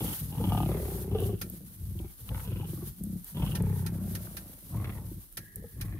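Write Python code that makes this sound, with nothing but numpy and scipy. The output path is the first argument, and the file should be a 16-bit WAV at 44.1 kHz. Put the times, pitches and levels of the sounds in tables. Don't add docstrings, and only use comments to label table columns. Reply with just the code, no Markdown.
import sys
import numpy as np
from scipy import signal
from scipy.fft import rfft, irfft, next_fast_len
from scipy.io import wavfile
from scipy.ndimage import uniform_filter1d

SR = 44100
rng = np.random.default_rng(int(sys.argv[2]) if len(sys.argv) > 2 else 0)


def voltage_ratio(level):
    return 10 ** (np.asarray(level, float) / 20)


def persist_wave(psi):
    counts = np.round(np.clip(psi, -1, 1) * 32767).astype(np.int16)
    wavfile.write(sys.argv[1], SR, np.atleast_2d(counts).T)


N = 264159


def rms_one(x):
    return x / np.sqrt(np.mean(x ** 2) + 1e-20)


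def evened(x, span_s=0.07):
    size = int(span_s * SR)
    power = uniform_filter1d(uniform_filter1d(x ** 2, size), size)
    return x / np.sqrt(power + 0.048 * np.mean(x ** 2))


def in_time(rows):
    s, *columns = np.transpose(rows)
    return [np.interp(np.arange(N) / SR, s, c) for c in columns]


def drift(pole_hz):
    r = np.exp(-2 * np.pi * pole_hz * 40 / SR)
    slow = signal.lfilter([1], [1, -2 * r, r * r], rng.standard_normal(N // 40 + 2002))[2000:]
    return np.interp(np.arange(N) / 40, np.arange(len(slow)), rms_one(slow))


def coloured(x, spectrum):
    size = next_fast_len(N)
    hz, level_db = np.transpose(spectrum)
    log_hz = np.log(np.arange(size // 2 + 1) * SR / size + 1)
    gain = voltage_ratio(np.interp(log_hz, np.log(hz), level_db))
    return irfft(rfft(x, size) * gain, size)[..., :N]


def poles(hz, width_hz):
    r = np.exp(-np.pi * width_hz / SR)
    return [(1 - r * r) / 2, 0, (r * r - 1) / 2], [1, -2 * r * np.cos(2 * np.pi * hz / SR), r * r]


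def resonances(x, modes):
    return sum((-1) ** k * voltage_ratio(db) * signal.lfilter(*poles(hz, width_hz), x)
               for k, (hz, width_hz, db) in enumerate(modes))


def moving(x, hz, width_hz):
    out, state = np.zeros(N), np.zeros(2)
    for i in range(0, N, 256):
        out[i:i + 256], state = signal.lfilter(*poles(hz[i], width_hz), x[i:i + 256], zi=state)
    return out


def moving_twice(x, hz, width_hz):
    return moving(moving(x, hz, width_hz), hz, width_hz)


def band(x, low_hz, high_hz):
    return signal.sosfilt(signal.butter(2, [low_hz, high_hz], "band", fs=SR, output="sos"), x)


def effort(rows, rise_db_per_s, fall_db_per_s):
    t = np.arange(0, N + 64, 64) / SR
    power = 0
    for first, last, a_db, b_db in rows:
        level_db = np.interp(t, [first, last], [a_db, b_db])
        level_db = level_db - rise_db_per_s * np.maximum(first - t, 0)
        level_db = level_db - fall_db_per_s * np.maximum(t - last, 0)
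        power = power + voltage_ratio(2 * level_db)
    return np.interp(np.arange(N) / SR, t, 10 * np.log10(power + 1e-12))


# first in seconds, last in seconds,
# chest level in dB at first, chest level in dB at last, fold slaps per second at first, roughness from 0 to 1.
GROWL_STRETCHES = [(.005, 0.125, -30.5, -38.5, 27.4, 0.45), (0.222, 0.352, -34, -40.5, 41, 0.26),
                   (0.381, 0.496, -29.5, -27, 33, 0.23), (0.52, 0.674, -27, -28, 36, 0.12),
                   (0.689, 0.908, -29.5, -35.5, 37.7, 0.19), (0.918, 1.086, -33.5, -37.5, 32.4, 0.25),
                   (1.112, 1.337, -29, -31, 28.6, 0.29), (1.411, 1.745, -40, -51.5, 32.8, 0.6),
                   (1.814, 2.053, -34.5, -36, 22, 0.2), (2.198, 2.24, -51.5, -42, 25, 0.8),
                   (2.317, 2.454, -30, -43.5, 32.7, 0.27), (2.474, 2.903, -32, -40, 24.5, 0.24),
                   (3.005, 3.166, -36.5, -35.5, 33.4, 0.16), (3.346, 3.437, -36, -26.5, 40.4, 0.31),
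                   (3.465, 3.61, -30.5, -33, 37.5, 0.32), (3.606, 3.895, -26, -32.5, 33.2, .17),
                   (3.921, 4.175, -32.5, -35, 32.5, 0.25), (4.206, 4.585, -41, -52.5, 29.8, 0.2),
                   (4.623, 4.695, -57, -47, 27.4, 0.57), (4.745, 4.928, -29.5, -37.5, 41, 0.35),
                   (4.953, 5.188, -38, -42, 32.2, 0.5), (5.389, 5.487, -44, -60.5, 23, 0.62),
                   (5.566, 5.655, -43.5, -45, 37, 0.6), (5.732, 5.79, -51, -34, 30, 0.42),
                   (5.806, 5.999, -34, -38, 26, 0.26)]
SLAPS_PER_S_PER_DB = 0.51


def folds(jitter_ms=6.0, uneven_db=4.0, puff_s=0.012):
    slaps, rough = np.zeros(N), np.zeros(N)
    for first, last, a_db, b_db, slaps_per_s, roughness in GROWL_STRETCHES:
        roughness = np.clip(roughness, 0, 0.95)
        rough[int(first * SR):] = roughness
        s = first
        for shift, size in roughness * rng.standard_normal((20, 2)):
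            i = int(np.clip((s + jitter_ms * shift / 1000) * SR, 0, N - 1))
            slaps[i] = voltage_ratio(uneven_db * size)
            change_db = np.interp(s, [first, last], [0, b_db - a_db])
            s += 1 / max(slaps_per_s + SLAPS_PER_S_PER_DB * change_db, 10)
            if s > last:
                break
    puff_shape = signal.lfilter([1], [1, -np.exp(-1 / (puff_s * SR))], slaps + 1e-18)
    puffs = rms_one(puff_shape * rng.standard_normal(N))
    steady = 1.9 * rng.standard_normal(N)
    return np.sqrt(1 - rough) * rms_one(slaps), puffs, rough, steady


# centre in Hz, width in Hz.
DEEP_CAVITIES = [(58.2, 14), (96, 28)]
# time in seconds, lowest cavity in dB relative to the chest,
# second cavity in dB relative to the chest, centre of the upper cavity in Hz.
CHEST_SHARES = [(0, -6, -4.5, 156), (.3, -7.5, -6, 144), (.52, -8.5, -2.5, 155), (.68, -6.5, -7, 136),
                (.85, -0.5, -9.5, 147), (1.2, -9, -1, 137), (1.42, -8.5, -2.5, 174), (1.6, -7, -11, 174),
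                (1.82, -7, -0.5, 170), (2.05, -3, -4.5, 130), (2.35, -4, -3.5, 137),
                (2.55, -7.5, -2.5, 145), (2.72, -18, -4.5, 128), (2.92, -3, -7.5, 152),
                (3.05, -8, -10.5, 193), (3.17, -13, -8.5, 171), (3.42, -5, -8.5, 148.3),
                (3.6, -7.5, -4, 154), (3.8, -15, -2, 142), (3.95, -10, -6, 175), (4.2, -9, -2.5, 163),
                (4.55, -1.5, -9, 172), (4.8, -11.5, -0.5, 144), (5.05, -4.5, -3.5, 148), (5.5, -4, -6, 165),
                (5.8, -4.5, -3, 134)]
# centre in Hz, width in Hz, level in dB.
WINDPIPE_RING = [(200, 45, -17)]


def chest(voice, upper_width_hz=52):
    low_db, second_db, upper_hz = in_time(CHEST_SHARES)
    low, second = (evened(signal.lfilter(*poles(*mode), signal.lfilter(*poles(*mode), voice)))
                   for mode in DEEP_CAVITIES)
    upper = moving_twice(voice, upper_hz, upper_width_hz) - resonances(voice, WINDPIPE_RING)
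    upper = evened(band(upper, 123, 308))
    rest = np.sqrt(np.clip(1 - voltage_ratio(2 * low_db) - voltage_ratio(2 * second_db), 0.03, 1))
    return voltage_ratio(low_db) * low + voltage_ratio(second_db) * second + rest * upper


# time in seconds, ring level in dB relative to the chest, centre in Hz.
THROAT_SHAPE = [(0, -4.5, 316), (.23, -19, 270), (.42, -19, 295), (.58, -12, 283), (.76, -7.5, 398),
                (1.06, -8, 382), (1.2, -6.5, 406), (1.6, -12.5, 320), (1.88, -27, 320), (2.36, -22, 544),
                (2.47, -25, 480), (2.51, -13.5, 331), (2.86, -20, 350), (3.15, -16.5, 298),
                (3.5, -19.5, 311), (3.6, -17.5, 432), (3.77, -21, 418), (3.95, -20, 330),
                (4.15, -19.5, 383), (4.55, -8, 260), (4.8, -20, 315), (5.15, -20, 323.7), (5.4, -13, 318),
                (5.64, -14, 464), (5.8, -22.5, 320)]


def throat(voice, puffs, rough, chest_db, width_hz=81):
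    rel_db, hz = in_time(THROAT_SHAPE)
    ring = moving_twice(voice, hz, width_hz) + 1.42 * rough * puffs
    return voltage_ratio(chest_db + rel_db) * evened(band(band(ring, 198, 587), 198, 587))


# first in seconds, last in seconds, mouth level in dB at first,
# mouth level in dB at last, mouth centre in Hz, rasp level in dB relative to the mouth, rasp centre in Hz.
SNARL_SHAPES = [(0, 0.122, -45.5, -51.5, 800, -4, 3200), (0.328, 0.448, -51.5, -43, 844, -11, 3100),
                (0.509, 0.624, -36.5, -37.5, 820, -14, 2920), (0.69, 0.877, -41, -49.5, 544, -13.5, 1800),
                (0.863, 1.062, -51.5, -56, 776, -12, 1650), (1.118, 1.307, -51, -57.5, 719, -4, 3050),
                (1.996, 2.04, -63, -61.5, 750, -9, 2280), (2.313, 2.404, -51, -53, 860, -7, 1260),
                (2.457, 2.573, -57, -59.5, 993, 1.5, 2840), (2.611, 2.657, -53.5, -64.5, 880, 0.5, 3020),
                (2.7, 2.833, -64, -60, 1120, -14.5, 1450), (3.374, 3.442, -50.5, -43.5, 910, -4, 3156),
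                (3.492, 3.522, -54, -57, 1200, 1.5, 2930), (3.542, 3.885, -50.5, -57.5, 860, -8, 1630),
                (3.937, 4.55, -55, -64, 570, -11.5, 1440), (4.749, 4.909, -50.5, -50, 1080, -8, 1770),
                (4.973, 5.123, -52.5, -68, 857, -25, 1800), (5.823, 5.993, -56, -64.5, 1100, -5, 1840)]
SNARL_RISE_DB_PER_S, SNARL_FALL_DB_PER_S = 394, 254
# centre in Hz, width in Hz, level in dB.
MOUTH_CAVITIES = [(737, 29, 2.9), (1223, 20, 3.4)]


def mouth(slaps, puffs, rough, steady, hz, width_hz=170):
    level_db = effort(np.array(SNARL_SHAPES)[:, :4], SNARL_RISE_DB_PER_S, SNARL_FALL_DB_PER_S)
    gape = np.clip((level_db + 53.5) / 16, 0, 1)
    breath = puffs + steady
    bite = (1.6 + 1.16 * gape) * slaps + (rough + 0.24 * (1 - gape)) * breath
    dull_air = signal.lfilter([0.12], [1, -0.88], breath)
    ring = moving_twice(bite, hz, width_hz)
    ring += gape ** 2 * resonances(bite, MOUTH_CAVITIES) + 1.88 * rough * dull_air
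    return voltage_ratio(level_db) * evened(band(ring, 234, 990))


# centre in Hz, width in Hz, level in dB.
RASP_RINGS = [(1366, 330, 4.6), (2550, 550, 2.4), (3240, 820, 3)]


def teeth_rasp(slaps, rough, steady, hz, width_hz=660, spurt_s=0.005):
    rows = [(a, b, a_db + db, b_db + db) for a, b, a_db, b_db, _, db, _ in SNARL_SHAPES]
    level_db = effort(rows, SNARL_RISE_DB_PER_S, SNARL_FALL_DB_PER_S)
    uneven_slaps = slaps * voltage_ratio(5 * rng.standard_normal(N))
    spurts = signal.lfilter([1], [1, -np.exp(-1 / (spurt_s * SR))], uneven_slaps)
    air = 0.4 * slaps + rms_one(spurts * steady) + 0.45 * rough * steady
    rasp = moving_twice(air, hz, width_hz) + 0.4 * resonances(air, RASP_RINGS)
    return voltage_ratio(level_db + 2.9 * drift(18.0)) * evened(band(rasp, 1140, 6100))


def lions():
    chest_db = effort(np.array(GROWL_STRETCHES)[:, :4], rise_db_per_s=420, fall_db_per_s=288)
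    mouth_hz, rasp_hz = in_time([(s, row[4], row[6]) for row in SNARL_SHAPES for s in row[:2]])
    slaps, puffs, rough, steady = folds()
    voice = slaps + 1.57 * rough * (puffs + steady)
    low = voltage_ratio(chest_db) * chest(voice) + throat(voice, puffs, rough, chest_db)
    low = low + mouth(slaps, puffs, rough, steady, mouth_hz)
    return low, teeth_rasp(slaps, rough, steady, rasp_hz)


# delay in seconds at the first ear, level in dB before wet_db.
BUSH_ECHOES = [(0.01, 15.5), (0.028, 12), (0.05, 18.5)]


def bush(x, wet_db):
    dull, out = signal.lfilter([0.25], [1, -0.75], x), np.zeros((2, N))
    for delay_s, level_db in BUSH_ECHOES:
        for ear, stretch in enumerate([1, 1.13]):
            lag = int(delay_s * stretch * SR)
            out[ear, lag:] += voltage_ratio(level_db + wet_db) * dull[:N - lag]
    return x + out


# time in seconds, level in dB.
PAW_SCUFFS = [(0.0, -55.5), (0.4, -45.5), (0.83, -43.5), (1.0, -52), (1.32, -49), (1.5, -50.5),
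              (1.75, -50.5), (2.2, -50), (2.55, -50), (2.7, -56), (3.32, -50), (3.85, -53), (4.25, -46.5),
              (4.69, -49.5), (5.09, -51), (5.55, -53.5), (5.99, -56)]
# centre in seconds, rise in dB above the rustle,
# length in seconds.
STALK_SWEEPS = [(0.098, 15.5, 0.17), (0.984, 8, 0.07), (1.237, 7.5, 0.046), (2.735, 11, 0.1),
                (2.877, 7.5, 0.04), (3.299, 8.5, 0.037), (3.485, 5, 0.061), (3.76, 7.5, 0.075),
                (4.132, 6, 0.056)]
# frequency in Hz, relative density in dB per Hz.
GRASS_SPECTRUM = [(1470, -14.5), (2500, -18.5), (3010, -15.5), (4060, -14.5), (5160, -15.5), (7890, -14.5),
                  (8720, -8), (12300, -1.5), (15800, -8.5)]


def grass(crackles_per_s=900):
    crackle = rng.random((2, N)) < crackles_per_s / SR
    crackle = crackle * voltage_ratio(4.0 * np.minimum(rng.exponential(1, (2, N)), 4))
    crackle = crackle * rng.choice([-1, 1], (2, N))
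    brush = rng.standard_normal((2, N)) * voltage_ratio(2.4 * drift(12.2))
    t = np.arange(N) / SR
    sweeps_db = sum(db * np.exp(-((t - s) / length_s) ** 2) for s, db, length_s in STALK_SWEEPS)
    rustle = rms_one(coloured(brush + 0.49 * rms_one(crackle), GRASS_SPECTRUM))
    return voltage_ratio(in_time(PAW_SCUFFS)[0] + sweeps_db) * rustle


# frequency in Hz, relative density in dB.
AIR_SPECTRUM = [(18, -76), (30, 19.5), (65, 5), (159, -9), (323, -6), (601, -26), (2580, -68),
                (11000, -120)]


def open_air(level_db=-56.5):
    mid, side = coloured(rng.standard_normal((2, N)), AIR_SPECTRUM)
    return voltage_ratio(level_db) * rms_one(mid + 0.69 * side * np.array([[1], [-1]]))


# start in seconds, level in dB,
# starting pitch in Hz.
HARD_SLAPS = [(0.4, -33.5, 480), (0.437, -30.5, 329), (0.5, -41, 860), (1.113, -33, 402), (1.148, -27, 450),
              (1.203, -36, 397.6), (1.221, -28.5, 429), (1.29, -31, 425), (1.953, -41, 347),
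              (1.999, -36.5, 337), (2.045, -40, 352), (2.63, -43, 840), (2.731, -38, 337),
              (2.78, -39.5, 310), (2.825, -37.5, 360), (3.396, -45.5, 963), (4.745, -45, 966),
              (4.888, -47, 1200), (5.114, -38.5, 322), (5.64, -39, 481), (5.946, -40.5, 327)]


def hard_slaps(rise_s=0.003, usual_ring_s=0.009, overtone_db=-20.0, usual_db=-38.0):
    out, t = np.zeros(N), np.arange(3000) / SR
    for (s, level_db, hz), turn in zip(HARD_SLAPS, rng.random(len(HARD_SLAPS))):
        i, push_db = int(s * SR), level_db - usual_db
        ring_s = usual_ring_s * voltage_ratio(0.56 * push_db)
        shape = (1 - np.exp(-t / rise_s)) * np.exp(-t / ring_s)
        cycles = 2 * np.pi * (hz * t * (1 - 0.94 * t) + turn)
        overtones = np.sin(1.75 * cycles) + 0.4 * np.sin(2.72 * cycles)
        ring = np.sin(cycles) + voltage_ratio(overtone_db + 0.6 * push_db) * overtones
        out[i:i + 3000] += (voltage_ratio(level_db) * shape / shape.max() * ring)[:N - i]
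    return out


# start in seconds, relative level in dB, centre in Hz.
STALK_SNAPS = [(1.203, -36, 12000), (1.499, -33.5, 13100), (1.9901, -47.5, 3100), (2.29, -42.5, 2940),
               (2.2885, -50, 1180), (3.037, -35, 10700), (3.244, -36, 12600), (3.6222, -40.5, 10700),
               (4.27, -48, 1270), (4.823, -49, 12250), (5.3258, -42.5, 11600), (5.558, -31.5, 12000)]


def snaps(decay_s=0.0024, edge_ratio=0.84):
    out, t = np.zeros((2, N)), np.arange(500) / SR
    for s, level_db, hz in STALK_SNAPS:
        burst = rng.standard_normal((2, 500)) * np.exp(-t / decay_s)
        burst = band(burst, hz * edge_ratio, min(hz / edge_ratio, 0.45 * SR))
        i = int(s * SR)
        out[:, i:i + 500] += burst / abs(burst).max() * voltage_ratio(level_db + 8.0)
    return out


# start in seconds, relative level in dB.
SHUTTER_SHOTS = [(1.4127, -37), (3.5507, -38), (3.862, -40), (4.1493, -39.5), (4.367, -40.5), (5.37, -38.5),
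                 (5.81, -40.5)]
# frequency in Hz, relative density in dB per Hz.
SHUTTER_SPECTRUM = [(850, -1), (1200, -1), (1810, -2), (3610, 1), (4020, 3.5), (6250, 2), (7840, -8.5),
                    (8640, 4), (12200, 7.5), (15800, -1)]
# centre in Hz, width in Hz, level in dB.
HOUSING_RINGS = [(1358, 39, 0.5), (1585, 35, 1.5), (1800, 39, 2.5), (2390, 220, -1)]


def shutter(rise_s=0.002, run_s=0.011, second_s=0.04, second_db=-34.5, second_decay_s=0.016):
    rattle, t = np.zeros((2, N)), np.arange(4000) / SR
    shape = (1 - np.exp(-t / rise_s)) * np.exp(-t / run_s)
    shape += voltage_ratio(second_db) * (t > second_s) * np.exp(-abs(t - second_s) / second_decay_s)
    for s, level_db in SHUTTER_SHOTS:
        i = int(s * SR)
        rattle[:, i:i + 4000] += shape * rng.standard_normal((2, 4000)) * voltage_ratio(level_db)
    curtain = voltage_ratio(6.5) * coloured(rattle, SHUTTER_SPECTRUM)
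    housing = voltage_ratio(17.0) * resonances(rattle, HOUSING_RINGS)
    return (curtain + housing) * voltage_ratio([[-1.2], [1.2]])


# time in seconds, level in dB.
WHIR_LEVEL = [(5.4, -60), (5.46, -60), (5.75, -68), (5.87, -71), (5.93, -62), (5.99, -71)]


def whir():
    hiss = resonances(rng.standard_normal((2, N)), [(1660, 34, 0.0), (1840, 230, -12.0)])
    on = np.arange(N) > WHIR_LEVEL[0][0] * SR
    return on * voltage_ratio(in_time(WHIR_LEVEL)[0] + 0.48 * drift(45.0)) * rms_one(band(hiss, 1730, 2200))


def scene():
    low, rasp = lions()
    voices = bush(low + hard_slaps(), wet_db=-36.5) * voltage_ratio([[0.7], [-0.7]])
    rasp = bush(rasp, wet_db=-16) * voltage_ratio([[-0.5], [0.5]])
    rasp[1] = np.roll(rasp[1], 6)
    rustle = grass() + snaps()
    rustle = rustle - 0.014 * rustle[::-1]
    return voices + rasp + rustle + shutter() + whir() + open_air()


def roll_off(x):
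    return signal.sosfilt(signal.butter(12, 16670, fs=SR, output="sos"), x)


def record(dry):
    no_bass = signal.sosfilt(signal.butter(4, 36, "high", fs=SR, output="sos"), dry)
    mix = signal.sosfilt(signal.cheby2(20, 60, 16050, fs=SR, output="sos"), no_bass)
    return roll_off(mix)


dry = scene()
out = record(dry)
persist_wave(out)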